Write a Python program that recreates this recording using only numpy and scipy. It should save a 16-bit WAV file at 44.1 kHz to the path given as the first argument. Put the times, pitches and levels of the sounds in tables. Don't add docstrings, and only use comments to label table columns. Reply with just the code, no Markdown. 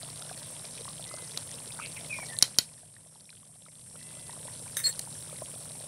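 import sys
import numpy as np
from scipy import signal
from scipy.fft import rfft, irfft, next_fast_len
from scipy.io import wavfile

SR = 44100
rng = np.random.default_rng(int(sys.argv[2]) if len(sys.argv) > 2 else 0)


def boost(x):
    u = np.asarray(x, float) / 20
    return 10 ** u


def generate_wav(signal):
    frames = np.transpose(np.atleast_2d(signal))
    scaled = np.clip(frames, -1, 1) * 32767
    pcm = np.round(scaled).astype(np.int16)
    wavfile.write(sys.argv[1], SR, pcm)


N = 258891

# t/s, gain/dB, boil/dB, finest films/dB
CONTROLS = [(0.0, -0.5, 1.5, -1), (1.0, -.5, 1.5, -1.5), (2.3, 0.5, 1.5, 1), (2.42, -2, 1, -4),
            (2.62, -5, 1.5, -10), (2.9, -10.5, -0.5, -21), (3.7, -9.5, -2, -20), (3.95, -4, -1.5, -11),
            (4.2, -2, 0, -8), (4.46, 0, -2, -4), (5.0, .5, -1.5, 2), (5.87, 0, -1, 2)]
# f/Hz, width/Hz, level/dB
CICADA = [(7520, 46, 0.5), (8530, 17, -0.5), (8540, 25, 6.5), (8680, 23, 1), (8910, 34, 2.5),
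          (9230, 30, 3.5), (9240, 15, -3), (10500, 40, -8), (10700, 40, 1), (10730, 14, -7)]
# f/Hz, density/dB per Hz
CICADA_BODY = [(3820, -54.5), (6500, -27.5), (6960, -13.5), (7720, -4), (8360, 0), (8760, 4.5),
               (10200, -0.5), (11000, -0.5), (12500, -30.5), (16200, -50), (22000, -120)]
# f/Hz, width/Hz, level under the simmer/dB
KATYDIDS = [(5600, 970, -8.5), (6010, 700, -14.5)]
# f/Hz, density/dB per Hz
SIMMER = [(150, -21), (250, 0.5), (339, -5.5), (588, 6), (809, -8.5), (935, 0), (1200, -10.5), (2080, -9.5),
          (3820, -9), (5570, -14), (6630, -10), (8000, -13.5), (10400, -19), (17600, -120)]
# f/Hz, density/dB per Hz
RUMBLE = [(12, -22.5), (20, -16), (27, -22), (47, -18), (76, -9.5), (111, 1.5), (145, -2), (292, -12),
          (400, -20), (520, -49.5), (880, -120)]
# t/s, f/Hz
FIRING = [(0.0, 149.9), (0.77, 153.8), (1.7, 155.7), (2.45, 154.9), (3.91, 157.0), (4.79, 152.6),
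          (5.71, 152.7), (5.87, 154.1)]
# order, level/dB
ENGINE = [(2, -19), (3, -14), (4, -4), (5, 0), (6, -9), (7, -16), (8, -15)]
# t/s, peak level/dB, f/Hz
BLOPS = [(0.031, -34, 640), (0.087, -39, 990), (0.19, -38.5, 587), (0.312, -29.5, 710), (0.642, -40, 643),
         (0.792, -38, 498), (0.853, -35, 958), (0.995, -34.5, 656), (1.139, -29.5, 620), (1.789, -32, 900),
         (2.01, -38.5, 680), (2.19, -33, 630), (2.229, -32.5, 744), (2.831, -44, 676), (3.061, -48.5, 613),
         (3.156, -45.5, 880), (3.681, -45.5, 573), (3.956, -41.5, 543), (4.168, -40, 580),
         (4.294, -33.5, 910), (4.374, -38, 625), (4.452, -35, 562), (4.48, -35, 965), (4.621, -40, 482),
         (5.073, -35, 890), (5.327, -33.5, 530), (5.419, -25.5, 615), (5.538, -36, 574),
         (5.806, -35.5, 571), (5.84, -36.5, 584)]
# t/s, peak level/dB, f/Hz
GURGLES = [(0.127, -43, 678), (0.251, -39.5, 650), (0.419, -43, 930), (0.502, -46, 565), (0.572, -42, 568),
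           (0.809, -37, 479), (1.034, -45, 584), (1.053, -41, 751), (1.329, -46, 490), (1.373, -39, 496),
           (1.47, -41, 600), (1.542, -39, 493), (1.688, -50, 579), (1.844, -42, 565), (1.891, -46, 608),
           (2.165, -39, 547), (2.297, -43, 735), (2.342, -40, 1020), (2.369, -39, 576), (3.124, -52, 570),
           (3.493, -50, 676), (3.556, -50, 686), (3.619, -49, 560), (3.976, -47, 541), (4.331, -39.5, 982),
           (4.403, -42, 487), (4.535, -46, 560), (4.598, -41, 557), (4.667, -39, 937), (4.766, -35.5, 540),
           (4.831, -45, 468), (4.877, -38, 506), (4.894, -38, 470), (4.99, -40, 590), (5.036, -43, 509),
           (5.132, -42, 576), (5.483, -44, 966), (5.559, -39, 692), (5.61, -41, 643), (5.706, -39, 620)]
# t/s, peak level/dB, f/Hz
SPLATS = [(0.22, -36, 1340), (0.296, -35, 1570), (0.879, -31, 1100), (1.112, -35, 1240), (1.79, -32, 1490),
          (1.798, -25.5, 1230), (1.814, -37, 1400), (2.186, -29, 1025), (2.198, -36, 1900),
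          (2.235, -37, 1850), (2.965, -42, 1800), (3.292, -40.5, 2360), (3.328, -45.5, 1476),
          (3.43, -49, 1110), (3.662, -43, 1270), (3.685, -45, 2100), (3.955, -42.5, 1350),
          (4.297, -38.5, 1870), (4.485, -39, 1880), (1.343, -39, 2000), (2.779, -49.5, 1790),
          (4.012, -44, 1890), (4.138, -44.5, 2300), (5.358, -42, 2120), (5.386, -41, 2000)]
# t/s, peak level/dB, f/Hz
LESSER_SPLATS = [(0.1281, -48, 2140), (0.3361, -44, 2400), (0.3661, -45, 1810), (0.6447, -41, 2360),
                 (0.7801, -39, 2400), (1.0635, -41, 1990), (1.4223, -43, 1410), (1.4895, -44, 1880),
                 (1.513, -42, 1870), (1.5824, -39, 2730), (1.6192, -44, 2380), (1.705, -37, 2460),
                 (1.7704, -46, 1440), (2.0477, -41, 2130), (2.6893, -48, 2400), (2.412, -38, 2050),
                 (4.6598, -44, 1510), (4.6785, -41, 2340), (4.9482, -45, 1530), (5.1522, -44, 1660),
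                 (5.3168, -43, 2310), (5.5403, -44, 2480)]
# t/s, peak level/dB, f/Hz
SPITS = [(0.0307, -29.5, 4020), (0.1005, -32.5, 4500), (0.2224, -30, 3630), (0.3753, -32, 4300),
         (0.594, -33.5, 3850), (0.846, -32.5, 3900), (1.041, -30, 3650), (1.091, -33, 4030),
         (1.14, -31.5, 4760), (0.7525, -36, 3860), (1.3095, -35.5, 3430), (1.3742, -23, 4000),
         (1.92, -34, 4540), (1.5406, -31.5, 3720), (1.676, -33, 4040), (1.7215, -30.5, 3620),
         (1.8602, -31, 4130), (2.0088, -33.5, 3500), (2.2667, -32, 4200), (2.3665, -32, 3980),
         (2.412, -36, 3700), (3.207, -40, 4450), (3.3029, -35.5, 4050), (4.3275, -36, 3970),
         (4.5356, -34.5, 4270), (2.062, -37, 3500), (4.7493, -37, 3930), (4.927, -30.5, 4080),
         (1.9699, -39, 4000), (5.8, -35.5, 4270)]
# t/s, peak level/dB, f/Hz
LESSER_SPITS = [(0.0593, -43, 3370), (0.0772, -37.5, 3480), (0.159, -35, 3860), (0.2157, -38, 3450),
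                (0.2468, -36, 4050), (0.2924, -35.5, 3470), (0.4005, -42, 4070), (0.4269, -41, 4080),
                (0.4449, -39, 3670), (0.4933, -41, 4520), (0.5521, -40, 3500), (0.5651, -37, 3280),
                (0.6434, -40, 3730), (0.6532, -35, 3940), (0.7088, -35.5, 4330), (0.723, -41, 3820),
                (0.7664, -37, 3990), (0.782, -37, 3460), (0.818, -35, 3950), (0.8904, -40, 4100),
                (0.9318, -37, 3570), (1.0251, -34, 3500), (1.07, -37, 4070), (1.2216, -36, 3800),
                (1.2434, -38, 3730), (1.4092, -38, 4020), (1.4296, -39, 4760), (1.4917, -39, 3220),
                (1.6013, -35, 4280), (1.32, -37, 4400), (1.748, -36, 3530), (1.7729, -39, 4520),
                (1.8048, -37, 4450), (2.0418, -44, 3770), (2.0852, -38, 4750), (2.139, -36, 3980),
                (2.1914, -35, 4480), (2.2856, -36, 3880), (2.3012, -36, 3630), (2.3356, -40, 3420),
                (4.1707, -43, 3360), (4.1946, -38.5, 3500), (4.267, -39, 4450), (4.3076, -38.5, 3750),
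                (4.4124, -40, 4050), (4.4764, -42, 3700), (4.594, -38, 3870), (4.9586, -35, 4200),
                (5.0138, -35, 4270), (5.0514, -37, 4730), (5.1046, -38, 4080), (5.1263, -39, 3800),
                (5.1901, -39, 4280), (5.2071, -38, 3760), (5.2797, -39, 3620), (5.2986, -39, 3420),
                (5.3847, -42, 3670), (5.449, -39, 4420), (5.5513, -38, 3500), (5.5727, -45, 4220)]
# t/s, peak level/dB, f/Hz
FAINT_SPITS = [(2.548, -42, 4300), (2.558, -44, 3900), (2.7377, -50, 3830), (2.7781, -49, 3640),
               (2.8035, -56, 4120), (2.8739, -55, 3780), (2.9542, -49, 3740), (3.0061, -56, 3730),
               (3.0864, -53, 3560), (3.1577, -52, 4980), (3.2344, -56, 3410), (3.2544, -46, 3710),
               (3.3518, -48, 3450), (3.4012, -54, 3780), (3.4496, -51, 3450), (3.5414, -55, 3160),
               (3.6157, -53, 3850), (3.6544, -47, 3660), (3.7539, -43.5, 3520), (3.8142, -48, 4170),
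               (3.8994, -44, 4420), (4.0297, -40, 4220), (4.4483, -42, 3700), (4.5743, -40, 4330),
               (5.533, -45, 3970), (5.6017, -40, 4500), (5.6256, -41, 4250), (5.6471, -37, 4340),
               (5.697, -36, 3800), (5.756, -40, 4440)]
# t/s, peak level/dB, f/Hz
TICKS = [(0.193, -35, 5540), (1.078, -33, 5600), (1.164, -32, 5780), (1.2735, -35, 5460),
         (1.514, -28, 5830), (2.18, -35, 5460), (2.258, -34, 5350), (4.1514, -42, 5650),
         (4.6239, -40, 5440), (4.6777, -37, 5960), (5.1415, -35, 5960), (5.171, -35, 5620)]
# t/s, length/s, f/Hz, level/dB
HEN = [
    (1.06, .23, 686, -62),
    (3.967, .38, 676, -66),
]
# harmonic, level/dB
HEN_THROAT = [
    [(1, 0), (3, 6.5), (3.75, -4)],
    [(1, -8), (3, 2.5), (4, 0), (5, -3)],
]
# t/s, peak level/dB, brightness/dB per octave, crack t60/s, ring level/dB
KNOCKS = [
    (1.3737, -18, -2.5, 0.009, -48),
    (2.4243, -3, 0.6, 0.0081, -23),
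    (2.4277, -9, 0, .008, -50),
    (2.439, -27, -1, 0.02, -15),
    (2.5854, -5.5, 2, 0.0086, -19.5),
    (4.992, -19, 3, 0.009, -50),
    (4.994, -25, 0, 0.0066, -50),
]
# f/Hz, density/dB per Hz
CRACK = [(60, -30), (150, -14), (400, -9), (1000, -19.5), (2500, -9), (3300, -13), (4200, 4.5),
         (5600, -1.5), (7000, -7.5), (9000, -3), (11000, 2), (12600, -32), (14300, -22), (16000, -38)]
# f/Hz, level/dB, t60/s
PAN = [(1466, -14, 0.11), (1960, -12.5, 0.12), (2250, -17, .09), (2550, -10.5, 0.11), (3150, -5.5, 0.095),
       (4030, -1.5, 0.08), (4370, -5, 0.083), (4720, -12, 0.08), (5378, -12, 0.1), (5700, -10, 0.076),
       (6980, -6.5, 0.08), (10600, -9, 0.012), (11700, -7, 0.04), (14100, -14, .03)]
# t/s, length/s, centre f/Hz, level/dB
CHIRPS = [
    (1.792, 0.096, 2530, -41.5),
    (1.957, 0.038, 2380, -43),
]
# t/s, length/s, from f/Hz, to f/Hz, level/dB
WHISTLES = [
    (2.097, 0.049, 2570, 2365, -37.5),
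    (2.134, 0.11, 2554, 2200, -45),
    (2.133, 0.046, 2270, 2120, -47),
    (2.287, 0.034, 1870, 2030, -49.5),
    (2.313, 0.04, 1837, 1766, -48),
    (2.335, 0.042, 2020, 2040, -58),
]
# f/Hz, level/dB
TIP = [(4100, -6), (7000, -12), (8600, -6), (10400, -1), (12000, -20)]
# t/s, level/dB
HARD_BLOWS = [
    (2.4244, 1),
    (2.5855, -1),
]
# f/Hz, first blow level/dB, second blow level/dB, t60/s
CLANK = [(260, -27, -29, 0.026), (520, -30, -31, .02), (14400, -21, -26, .009), (3040, -23.5, -29, 0.0093),
         (3760, -15.5, -17, 0.024), (4020, -15, -17, 0.014), (4270, -21, -12, 0.025),
         (4360, -10, -12.5, 0.02), (4770, -13.5, -12.5, 0.02), (5120, -12, -13.5, .014),
         (5580, -8.5, -10.5, 0.021), (6320, -14, -14, 0.012), (7400, -19.5, -20, 0.013),
         (10700, -17, -15, .01), (11660, -27, -21.5, 0.03)]
# f/Hz, first blow level/dB, second blow level/dB, t60/s
THUMP = (112, -38, -40, 0.08)
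# f/Hz, struck level/dB, rubbed level/dB, t60/s
LID = [(1812, 0.5, -8, 0.026), (2030, -5, -10, 0.022), (3800, -1, -15, 0.061), (4960, -25, -41, .03),
       (6300, 2, -19, 0.065), (8200, -27, -15, 0.087), (8750, 8, -8, 0.058), (9400, 0, -27, 0.097),
       (10460, 6.5, -32, 0.074), (11720, 5.5, -13, 0.066), (12800, -19, -30, .04), (14400, -10, -12, 0.076),
       (15500, -6, -16, .08)]
# t/s, level/dB
LID_HITS = [
    (4.768, -30.5),
    (4.772, -43),
    (4.779, -45),
    (4.791, -38),
    (4.807, -43),
    (4.838, -49),
    (4.856, -49),
    (4.889, -51),
    (4.897, -50),
]
# t/s, length/s, peak at share, level/dB
SCRAPES = [
    (4.762, 0.087, 0.099, -48),
    (4.831, 0.087, 0.31, -47),
]
# t/s, length/s, peak at share, f/Hz, level/dB
SQUEALS = [
    (4.838, 0.047, 0.45, 4324, -20),
    (4.888, 0.047, .15, 4330, -41.5),
    (4.84, 0.034, .4, 5000, -40),
    (4.839, 0.026, .3, 7610, -33),
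    (4.866, 0.018, .15, 7610, -22),
    (4.89, 0.025, 0.27, 7610, -34.5),
    (4.839, .04, .2, 8100, -32.5),
    (4.884, 0.016, .4, 8040, -29),
    (4.87, 0.036, .4, 8490, -37),
]

CICADA_DB, SIMMER_DB, DRONE_DB, CRACKLE_DB = -44.5, -52.5, -51, -66


def in_time(rows):
    s, *columns = np.transpose(rows)
    return [np.interp(np.arange(N) / SR, s, c) for c in columns]


def rms_one(x):
    return x / np.sqrt(np.mean(x ** 2) + 1e-20)


def drift(rate_hz):
    r = np.exp(-80 * np.pi * rate_hz / SR)
    white = rng.standard_normal(N // 40 + 2002)
    slow = signal.lfilter([1], [1, -2 * r, r * r], white)[2000:]
    return np.interp(np.arange(N) / 40, np.arange(len(slow)), rms_one(slow))


def ring(clicks, hz, t60):
    r, w = boost(-60 / (t60 * SR)), 2 * np.pi * hz / SR
    return signal.lfilter([0, np.sin(w)], [1, -2 * r * np.cos(w), r * r], clicks + 1e-18)


def coloured(x, spectrum):
    size = next_fast_len(len(x) + 4096)
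    hz, level_db = np.transpose(spectrum)
    grid = np.arange(size // 2 + 1) * SR / size + 1
    cepstrum = irfft(np.log(boost(np.interp(np.log(grid), np.log(hz), level_db))), size)
    cepstrum[1:size // 2] *= 2
    cepstrum[size // 2 + 1:] = 0
    return rms_one(irfft(rfft(x, size) * np.exp(rfft(cepstrum)), size)[:len(x)])


def tone(hz):
    return 2 * np.pi * np.cumsum(hz) / SR


def swell(start, length, peak, fullness):
    u = np.clip((np.arange(N) / SR - start) / length, 0, 1)
    peak = np.clip(peak, .05, .95)
    return u, np.sin(np.pi / 2 * np.minimum(u / peak, (1 - u) / (1 - peak))) ** fullness


def add(out, s, sound):
    i = int(s * SR) + 20
    out[i:i + len(sound)] += sound[:N - i]


def cicadas():
    hiss = coloured(rng.standard_normal(N) * boost(1.33 * drift(140)), CICADA_BODY)
    white = rng.standard_normal(N)
    singers = sum(boost(level_db + 2.5 * drift(8)) * rms_one(ring(white, hz, 2.2 / width))
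                  for hz, width, level_db in CICADA)
    return rms_one(hiss + boost(-6) * rms_one(singers))


def katydids():
    white = rng.standard_normal(N)
    out = np.zeros(N)
    for hz, width, level_db in KATYDIDS:
        t60 = 3.5 / width
        band = ring(ring(white, hz, t60), hz, t60)
        out += boost(level_db + 2.6 * drift(4.6)) * rms_one(band)
    return out


def grains(per_s, low_hz, high_hz, cycles, spread_db):
    tear_s = .0006
    born = rng.random(N) < per_s / SR
    sizes = born * boost(spread_db * np.minimum(rng.exponential(1, N), 4))
    tearing = signal.lfilter([1], [1, -np.exp(-1 / (tear_s * SR))], sizes + 1e-18) * rng.standard_normal(N)
    latest = np.maximum.accumulate(born * np.arange(N))
    dealt = rng.integers(0, 16, N)[latest]
    pitches = np.geomspace(low_hz, high_hz, 16)
    return rms_one(sum(ring(tearing * (dealt == k), hz, cycles / hz) for k, hz in enumerate(pitches)))


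def simmer(gain_db):
    wash_sinks = 0.23
    wash = coloured(rng.standard_normal(N) * boost(1.5 * drift(30)), SIMMER)
    spits = boost(-3.5) * grains(300, 3200, 6000, 11.0, spread_db=3.2)
    splats = boost(-11) * grains(150, 1100, 3200, 8.0, spread_db=2.6)
    gurgles = boost(-7.5) * grains(170, 446, 1185, 9.3, spread_db=2.0)
    return boost(-3.5 + wash_sinks * gain_db) * wash + spits + splats + gurgles


def drone():
    [fifth_hz] = in_time(FIRING)
    phase = tone(fifth_hz / 5 * (1 + 0.0017 * drift(2.1)))
    orders = sum(boost(level_db + 0.93 * drift(2.7)) * np.sin(k * phase + k * k) for k, level_db in ENGINE)
    rumble = coloured(rng.standard_normal(N) * boost(1.2 * drift(6)), RUMBLE)
    return rms_one(rumble + boost(1.0) * rms_one(orders))


def crackle():
    top = signal.butter(3, [11800, 15900], "band", fs=SR, output="sos")
    tears = (rng.random(N) < 170 / SR) * boost(4.5 * np.minimum(rng.exponential(1, N), 4))
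    tears = signal.lfilter([1], [1, -.96], tears) * rng.standard_normal(N)
    return rms_one(signal.sosfilt(top, rng.standard_normal(N) + boost(8) * rms_one(tears)))


def bubble(hz, t60, rise):
    t = np.arange(int(t60 * SR) + 8) / SR
    onset = 1 - np.exp(-t * hz * 1.6)
    return np.sin(tone(hz * (1 + rise * t / t60))) * boost(-60 * t / t60) * onset


def bursts():
    out = np.zeros(N)
    large = BLOPS + SPLATS + GURGLES + LESSER_SPLATS
    for (s, peak_db, hz), luck in zip(large, rng.random((len(large), 2))):
        add(out, s, boost(peak_db + 2.0) * bubble(hz, 7.4 / hz + 0.01, rise=0.12))
        add(out, s, boost(peak_db - 11.0) * bubble(hz * (1.19 + luck[0]), 20.0 / hz, rise=0.81))
        add(out, s, boost(peak_db - 21) * bubble(hz * (2.6 + 1.5 * luck[1]), 0.002, rise=.3))
    small = SPITS + TICKS + LESSER_SPITS + FAINT_SPITS
    for (s, peak_db, hz), luck in zip(small, rng.random((len(small), 2))):
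        add(out, s, boost(peak_db + 0.5) * bubble(hz, 30.0 / hz, rise=0.11))
        add(out, s, boost(peak_db - 0.5) * bubble(hz * (1.066 + 0.4 * luck[0]), 22.0 / hz, rise=0.077))
        tick_db = peak_db - 18 - 9 * luck[1]
        add(out, s, boost(tick_db) * bubble(13200 + 1800 * luck[0], 0.0018, rise=.02))
    return out


def hen():
    arch = 0.031
    out = np.zeros(N)
    for (s, length, hz, level_db), throat in zip(HEN, HEN_THROAT):
        u, shape = swell(s, length, peak=0.23, fullness=0.34)
        phase = tone(hz * (1 + arch * (np.sin(np.pi * u) - 1) + 0.005 * drift(15.1)))
        voice = sum(boost(part_db + 2.6 * drift(25)) * np.sin(k * phase) for k, part_db in throat)
        out += shape * boost(level_db) * voice
    return out


def knocks():
    weight_hz, weight_growth = 500, 0.396
    light_flatter = 0.018
    yard_db, yard_colour = -16, 0.74
    echo_s = 0.023
    out = np.zeros(N)
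    t = np.arange(int(.2 * SR)) / SR
    click = 1. * (t == 0)
    for s, peak_db, tilt_db, t60, ring_db in KNOCKS:
        noise, mode_luck = rng.standard_normal(len(t)), rng.standard_normal(len(PAN))
        tilted = []
        for hz, level_db in CRACK:
            colour_db = level_db * (1 + light_flatter * peak_db) + tilt_db * np.log2(hz / 4000)
            tilted.append((hz, colour_db + weight_growth * peak_db * (hz < weight_hz)))
        crack = coloured(noise * (boost(-60 * t / t60) + boost(-15 - 20 * t / t60)), tilted)
        scatter = signal.lfilter([.6], [1, -.4], noise[::-1])
        scatter = scatter * boost(-60 * t / 0.16) * (1 - np.exp(-(t / echo_s) ** 2))
        crack += boost(yard_db) * coloured(scatter, [(hz, yard_colour * level_db) for hz, level_db in tilted])
        strike = click + .04 * noise * boost(-60 * t / .07)
        modes = np.zeros(len(t))
        for (hz, mode_db, mode_t60), luck in zip(PAN, mode_luck):
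            height = boost(mode_db + 3.1 * luck + tilt_db * np.log2(hz / 4000)) / 2
            for split in (.993, 1.002, 1.011):
                modes += height * ring(strike, hz * split, 0.75 * mode_t60)
        add(out, s, boost(peak_db) * (crack / np.abs(crack).max() + boost(ring_db) * modes))
    return out


def bird():
    trees_s, trees_db = 0.1, -9
    out = np.zeros(N)
    for s, length, hz, level_db in CHIRPS:
        u, shape = swell(s, length, peak=.5, fullness=2.0)
        phase = tone(np.full(N, hz))
        trill = np.sin(phase) * drift(270) + np.cos(phase) * drift(270)
        out += shape * boost(level_db) * rms_one(trill)
    flutter, waver = drift(70), drift(90)
    for s, length, from_hz, to_hz, level_db in WHISTLES:
        u, shape = swell(s, length, peak=0.34, fullness=0.26)
        glide_hz = from_hz + (to_hz - from_hz) * u + 20 * waver
        out += shape * boost(level_db + 3 + 3.5 * flutter) * np.sin(tone(glide_hz))
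    t = np.arange(int(trees_s * SR)) / SR
    scatter = rng.standard_normal(len(t)) * boost(-60 * t / trees_s) * t
    return out + boost(trees_db) * signal.fftconvolve(out, scatter / np.linalg.norm(scatter))[:N]


def clank():
    tip_s, tip_t60_s, tip_rise_s = 2.3868, .0055, .0012
    out = np.zeros(N)
    click = 1. * (np.arange(int(.06 * SR)) == 0)
    rise = 1 - np.exp(-(np.arange(len(click)) / (tip_rise_s * SR)) ** 2)
    add(out, tip_s, rise * sum(boost(level_db) * ring(click, hz, tip_t60_s) for hz, level_db in TIP))
    for blow, (s, peak_db) in enumerate(HARD_BLOWS):
        for k, (hz, *level_db, t60) in enumerate(CLANK + [THUMP]):
            partner_hz = hz * rng.uniform(1.02, 1.05)
            pair = ring(click, hz, .8 * t60) + .6 * ring(click, partner_hz, .55 * t60)
            add(out, s, (-1) ** k * boost(peak_db + level_db[blow]) * pair)
    return out


def lid():
    taps = np.zeros(N)
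    for s, level_db in LID_HITS:
        add(taps, s, boost(level_db - 19.5) * rng.standard_normal(88) * np.hanning(88))
    pressure = sum(boost(level_db) * swell(s, length, peak, 0.99)[1] for s, length, peak, level_db in SCRAPES)
    friction = boost(-11.5 + 3.2 * drift(99)) * pressure * rng.standard_normal(N)
    contact = signal.butter(3, [2600, 11500], "band", fs=SR, output="sos")
    out = boost(16.5) * signal.sosfilt(contact, 1.5 * taps + friction)
    for hz, hit_db, rub_db, t60 in LID:
        for split in (.988, 1.012):
            out += ring(boost(hit_db) * taps + boost(rub_db) * friction, hz * split, t60)
    flutter, waver = drift(120), drift(80)
    for s, length, peak, hz, level_db in SQUEALS:
        shape = swell(s, length, peak, 0.62)[1]
        shift = int(hz)
        height = boost(level_db + hz / 3000 * np.roll(flutter, shift))
        out += shape * height * np.sin(tone(hz * (1 + .005 * np.roll(waver, shift))))
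    no_bass = signal.butter(3, 1350, "high", fs=SR, output="sos")
    return signal.sosfilt(no_bass, out)


def scene():
    simmer_sinks, drone_sinks = 1.025, 0.92
    gain_db, boil_db, films_db = in_time(CONTROLS)
    bed = boost(CICADA_DB + gain_db) * cicadas()
    bed += boost(SIMMER_DB + gain_db) * katydids()
    bed += boost(SIMMER_DB + simmer_sinks * gain_db + boil_db) * simmer(gain_db)
    bed += boost(DRONE_DB + drone_sinks * gain_db) * drone()
    bed += boost(CRACKLE_DB + films_db) * crackle()
    blows = signal.sosfilt(signal.butter(2, 90, "high", fs=SR, output="sos"), knocks())
    treble_limit = signal.ellip(10, .5, 60, 15650, fs=SR, output="sos")
    quiet = signal.sosfilt(treble_limit, bed + bursts() + blows + lid())
    return (quiet + hen() + bird() + clank())[None]


def band_limit(x):
    return signal.sosfilt(signal.butter(12, 16820, fs=SR, output="sos"), x)


def record(dry):
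    rounded = 1.05 * np.tanh(dry / 1.05)
    finished = signal.sosfilt(signal.ellip(8, .5, 60, 16500, fs=SR, output="sos"), rounded)
    return band_limit(finished)


dry = scene()
out = record(dry)
generate_wav(out)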